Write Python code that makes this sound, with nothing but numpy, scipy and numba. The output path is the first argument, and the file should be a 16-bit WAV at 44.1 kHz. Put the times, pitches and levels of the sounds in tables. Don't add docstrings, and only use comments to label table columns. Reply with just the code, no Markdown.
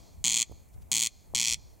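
import sys
import numpy as np
from scipy import signal
from scipy.fft import rfft, irfft
from scipy.io import wavfile
from scipy.ndimage import uniform_filter1d
from numba import njit

SR = 44100
rng = np.random.default_rng(int(sys.argv[2]) if len(sys.argv) > 2 else 0)


def wrap_up_sound(samples):
    columns = np.atleast_2d(samples).T
    tamed = np.clip(columns, -1, 1)
    steps = np.round(tamed * 32767).astype(np.int16)
    wavfile.write(sys.argv[1], SR, steps)


N = 79380
LEAD = SR // 2
TOTAL = N + LEAD
TIME = (np.arange(TOTAL) - LEAD) / SR
FREQS = np.arange(TOTAL + 1) * SR / (2 * TOTAL) + 1e-6
SNAP_FFT = 2048
SNAP_FREQS = np.arange(SNAP_FFT // 2 + 1) * SR / SNAP_FFT + 1e-6
OPPOSITE_EARS = np.array([[1], [-1]])

# start t/s, base snap rate/Hz, snaps per flutter, flutter phase/cycles, level/dB,
# fade/dB (negative swells), beak opening (0-1), treble/dB (before the lift and rise below)
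CALLS = [(-.245, 104.3, 3.3, 0.17, -28.5, -30, 0.56, 3), (0.2413, 117, 2.781, 0.2, -22, 0.5, 0.03, -2.5),
         (0.9161, 115.08, 2.814, .170, -23, 2, 0.32, 3), (1.348, 116.68, 2.68, 0.19, -24, 3, 0.79, -1)]
SNAPS_PER_CALL = [23, 23, 19, 24]
# f/Hz, width/Hz, level/dB at opening 0 (half open), level/dB at 1 (wide)
THROAT_RESONANCES = [(1981, 340, -15.5, -14.5), (2443, 335, -7.5, -1.5), (3300, 356, -0.5, 3),
                     (4233, 300, -3.5, 1), (4990, 260, -15, -9), (5736, 192, -14.5, 6), (6364, 482, -2, -6),
                     (6836, 420, 3, 0.5), (7618, 373, -3.5, -1), (8550, 420, -6, -9.5),
                     (9434, 207, -8.5, -10), (10850, 1800, -21, -20.5), (11260, 600, -20.5, -36),
                     (12100, 1000, -23, -35.5), (14300, 1400, -44, -33)]
# f/Hz, filter width/Hz, level/dB against the throat, extra fade/dB
BODY_RESONANCES = [(184.5, 115, -25.5, 9.5), (903, 368, -28, 6.5), (1090, 277, -39.5, -18)]
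# f/Hz, level/dB
GRASS_TONE = [(300, -3), (1500, 3.5), (2400, 1.5), (3400, -3.5), (7000, -4.5), (9000, -2), (15000, -10)]
# f/Hz, level/dB
ECHO_TONE = [(300, 6), (2400, -3), (3200, -5.5), (4300, 3.5), (6500, -2), (9000, -11), (15000, -12)]
# t/s, half-width/s, level/dB, left minus right/dB, rebound (0-1)
WIND_POPS = [(0.4974, 0.00053, -41, -16, .05), (0.5149, .0005, -34.5, -10, 0.12),
             (0.522, 0.00032, -45, -19, 1), (1.3378, 0.00034, -35.5, 7.5, 0.9)]
# t/s, half-length/s, f/Hz, width/Hz, level/dB
GRASS_RUSTLES = [(0.52, 0.0012, 11000, 8000, -52.5), (0.689, 0.00054, 12000, 6000, -55),
                 (0.741, 0.011, 5040, 7000, -67.5), (0.824, 0.0097, 4500, 7060, -65)]
# t/s, level/dB (before RUMBLE_BOOST_DB is added)
RUMBLE_GUSTS = [(0.0, -62.5), (0.12, -60), (0.184, -49.5), (0.48, -59.5), (0.516, -47), (0.56, -55),
                (0.686, -63.5), (0.786, -50), (0.896, -59), (0.916, -57.5), (1.076, -58.5), (1.092, -65),
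                (1.162, -57.5), (1.242, -65.5), (1.352, -49), (1.402, -54), (1.544, -49), (1.8, -66)]
# f/Hz, level/dB
RUMBLE_TONE = [(15, -16), (28, -0.5), (70, 1.5), (120, -7), (200, -17.5), (300, -27.5), (800, -64.5)]
# f/Hz, level/dB
MEADOW_TONE = [(60, -1), (200, 0.5), (400, -3.5), (750, -5), (1100, -11.5), (1500, -23.5), (2500, -48.5)]
# f/Hz, level/dB
HISS_TONE = [(1500, 0), (2300, 6.5), (3000, -2.5), (5000, -4), (7000, 3.5), (10000, 2.5), (15000, 1.5)]

RUSH, RUSH_SNAPS = .324, .39
FLUTTER_DEPTH, FLUTTER_LEAD_SNAPS = .277, 3.9
SNAP_SCATTER_DB, FIRST_SNAP_DB, LAST_SNAP_DB = 1.43, -0.5, -2.5
GROUND_ECHO_S, GROUND_ECHO_DB, GROUND_SCATTER = .00092, -3, .12
AIR_DB, AIR_PEAK_S, FIRST_AIR_SHARE, AIR_BUILD_SNAPS = 7.5, 0.0007, 0.55, 4.6
OPENING_LAG, OPENING_SNAPS = 0.33, 3.4
BEND_HZ, BEND_SNAPS = 130, 5.9
THROAT_CUT_HZ, BASS_LAG_S = 2122, 0.000921
TREBLE_HZ, TREBLE_LIFT_DB, TREBLE_RISE_DB = 9000, 1.25, 0.5
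THRUM_HZ, THRUM_WIDTH_HZ, THRUM_DB = 150, 280, -21
SPRAY_HZ, SPRAY_WIDTH_HZ, SPRAY_DB = 11500, 5000, -21.5
GRASS_DB, GRASS_DECAY_S = -14, 0.067
ECHO_DB, ECHO_DELAY_S, ECHO_SPREAD_S = -38, 0.094, 0.096
RUMBLE_BOOST_DB, MEADOW_DB, MEADOW_GUST_DB, HISS_DB = 6, -62.5, 1.65, -68.5
GAIN_THRESHOLD_DB, GAIN_SLOPE, GAIN_RELEASE_S = -35, 0.21, 0.076
PEAK_DB, TOP_HZ = -9, 15700


def corncrake_call(start, rate, cycle, phase, db, fade_db, opening, treble_db, count):
    times, k = snap_times(start, rate, cycle, phase, count), np.arange(count)
    scatter, thrum_push = rng.standard_normal((count, 2)).T
    ends_db = FIRST_SNAP_DB * (k == 0) + LAST_SNAP_DB * (k == count - 1)
    sizes = undb(-fade_db * (k / count) ** 2 + SNAP_SCATTER_DB * scatter + ends_db)
    bursts, puffs = snaps(count)
    voice = place(times, sizes, throat(bursts, opening))
    treble = shape(voice, 1 / (1 + (TREBLE_HZ / FREQS) ** 8))
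    progress = np.clip((TIME - start) * rate / count, 0, 1)
    brightness = undb(treble_db + TREBLE_LIFT_DB + TREBLE_RISE_DB * progress)
    voice = unit(voice + treble * (brightness - 1))
    for hz, width, body_db, extra_fade_db in BODY_RESONANCES:
        knocks = clicks(times, sizes * undb(-extra_fade_db * k / count))
        voice = voice + undb(body_db) * ring(knocks, hz, width)
    thrum = ring(clicks(times, sizes * thrum_push), THRUM_HZ, THRUM_WIDTH_HZ)
    spray = brightness * ring(place(times, sizes, puffs), SPRAY_HZ, SPRAY_WIDTH_HZ)
    side = undb(THRUM_DB) * thrum + undb(SPRAY_DB) * spray
    time_share = count / rate * SR / TOTAL
    return undb(db) * np.sqrt(time_share) * np.array([voice, side])


def snap_times(start, rate, cycle, phase, count):
    k = np.arange(count - 1)
    hurry = 1 - RUSH * np.exp(-k / RUSH_SNAPS)
    depth = FLUTTER_DEPTH * np.sin(np.pi * (k + FLUTTER_LEAD_SNAPS) / (count + FLUTTER_LEAD_SNAPS))
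    flutter = 1 + depth * np.cos(2 * np.pi * (k / cycle + phase))
    return start + np.r_[0, np.cumsum(hurry * flutter / rate)]


def snaps(count, length=512):
    k, n = np.arange(count)[:, None], np.arange(length)
    echo_gap = SR * GROUND_ECHO_S * np.exp(GROUND_SCATTER * rng.standard_normal((count, 1)))
    click_and_echoes = sum(undb(j * GROUND_ECHO_DB) * (n == np.round(j * echo_gap)) for j in range(3))
    age = n / SR / AIR_PEAK_S
    puff = age * np.exp(-age)
    build_up = 1 - (1 - FIRST_AIR_SHARE) * np.exp(-k / AIR_BUILD_SNAPS)
    puff = puff / np.linalg.norm(puff) * build_up
    air, side_air = puff * rng.standard_normal((2, count, length))
    return even_out(click_and_echoes + undb(AIR_DB) * air), side_air


def even_out(bursts, evenness=0.64):
    spectrum = rfft(bursts)
    cepstrum = irfft(np.log(np.abs(spectrum) + 1e-9))
    half = bursts.shape[1] // 2
    forward_only = np.r_[1, np.full(half - 1, 2), np.zeros(half)]
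    evened = irfft(spectrum * np.exp(-evenness * rfft(cepstrum * forward_only)))
    return evened / np.linalg.norm(evened, axis=1, keepdims=True)


def throat(bursts, opening):
    snap = np.arange(len(bursts))[:, None]
    flat_hz = BEND_HZ * np.exp(-snap / BEND_SNAPS)
    opening = opening * (1 - OPENING_LAG * np.exp(-snap / OPENING_SNAPS))
    response = 0
    for k, (hz, width, half_db, wide_db) in enumerate(THROAT_RESONANCES):
        lowness = THROAT_RESONANCES[0][0] / hz
        delay = np.exp(-2j * np.pi * SNAP_FREQS * BASS_LAG_S * lowness)
        gain = (-1) ** k * undb(half_db + opening * (wide_db - half_db))
        response = response + gain * delay * resonance(hz - flat_hz * lowness, width, SNAP_FREQS)
    _, low_cut = signal.freqs(*signal.butter(8, THROAT_CUT_HZ, "high", analog=True), SNAP_FREQS)
    return irfft(rfft(bursts, SNAP_FFT) * response * low_cut)


def reflections(voice):
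    age = np.arange(TOTAL) / SR
    near = stereo_noise(tone(GRASS_TONE), side=0.38) * np.exp(-np.log(1000) * age / GRASS_DECAY_S)
    echo_swell = np.exp(-((age - ECHO_DELAY_S) / ECHO_SPREAD_S) ** 2 / 2)
    far = stereo_noise(tone(ECHO_TONE), side=0.083) * echo_swell
    response = (undb(GRASS_DB) * unit(near) + undb(ECHO_DB) * unit(far)) / np.sqrt(TOTAL)
    return shape(voice, rfft(response, 2 * TOTAL))


def wind_pops():
    out = 0
    for at, width, db, pan_db, rebound in WIND_POPS:
        age = (TIME - at) / width
        pressure = rebound * np.exp(-(age - 2) ** 2) - np.exp(-age ** 2)
        out = out + undb(db) * pressure * undb(OPPOSITE_EARS * pan_db / 2)
    return out


def grass_rustles():
    out = 0
    for at, half_length, hz, width, db in GRASS_RUSTLES:
        swell = np.exp(-((TIME - at) / half_length) ** 2)
        out = out + undb(db) * swell * stereo_noise(resonance(hz, width), side=0.19)
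    return out


def wind_rumble():
    gust_db = np.interp(TIME, *np.array(RUMBLE_GUSTS).T)
    return stereo_noise(tone(RUMBLE_TONE), side=1.53) * undb(RUMBLE_BOOST_DB + gust_db)


def meadow():
    rush = stereo_noise(tone(MEADOW_TONE), side=0.94)
    rush_db = MEADOW_DB + MEADOW_GUST_DB * wander(rate_hz=11.53)
    hiss = stereo_noise(tone(HISS_TONE), side=0.39)
    return undb(rush_db) * rush + undb(HISS_DB) * hiss


def undb(db):
    return 10 ** (np.asarray(db) / 20)


def unit(x):
    return x / np.sqrt(np.mean(x ** 2))


def shape(x, response):
    return irfft(rfft(x, 2 * TOTAL) * response)[..., :TOTAL]


def resonance(hz, width_hz, freqs=FREQS):
    return 1 / (1 + 1j * (freqs ** 2 - hz ** 2) / (freqs * width_hz))


def ring(x, hz, width_hz):
    return unit(shape(x, resonance(hz, width_hz) ** 2))


def tone(points):
    hz, db = np.array(points).T
    return undb(np.interp(np.log(FREQS), np.log(hz), db))


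def stereo_noise(response, side):
    middle, difference = shape(rng.standard_normal((2, TOTAL)), response)
    return unit(middle + side * difference * OPPOSITE_EARS)


def wander(rate_hz):
    hold = int(SR / rate_hz)
    steps = np.repeat(rng.standard_normal(TOTAL // hold + 1), hold)
    return unit(uniform_filter1d(steps, hold)[:TOTAL])


def place(times, sizes, bursts):
    index = np.round(times * SR).astype(int)[:, None] + LEAD + np.arange(bursts.shape[1])
    return np.bincount(index.ravel(), (sizes[:, None] * bursts).ravel(), TOTAL)[:TOTAL]


def clicks(times, sizes):
    return place(times, sizes, np.ones((1, 1)))


@njit
def follow_level(x, release):
    out, level = np.empty(len(x)), 0.
    for i in range(len(x)):
        level += (x[i] - level) * (.01 if x[i] > level else release)
        out[i] = level
    return out


def scene():
    voice, side = sum(corncrake_call(*call, count) for call, count in zip(CALLS, SNAPS_PER_CALL))
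    bird = voice + side * OPPOSITE_EARS + reflections(voice)
    return (bird + wind_pops() + grass_rustles() + wind_rumble() + meadow())[:, LEAD:]


def record(dry):
    loudness = follow_level(np.abs(dry).mean(axis=0), 1 / (GAIN_RELEASE_S * SR))
    turned_down = dry * np.maximum(loudness / undb(GAIN_THRESHOLD_DB), 1) ** -GAIN_SLOPE
    rounded = turned_down / (1 + (turned_down / undb(PEAK_DB)) ** 6) ** (1 / 6)
    return signal.sosfilt(signal.ellip(8, .2, 70, TOP_HZ, fs=SR, output="sos"), rounded)


dry = scene()
out = record(dry)
wrap_up_sound(out)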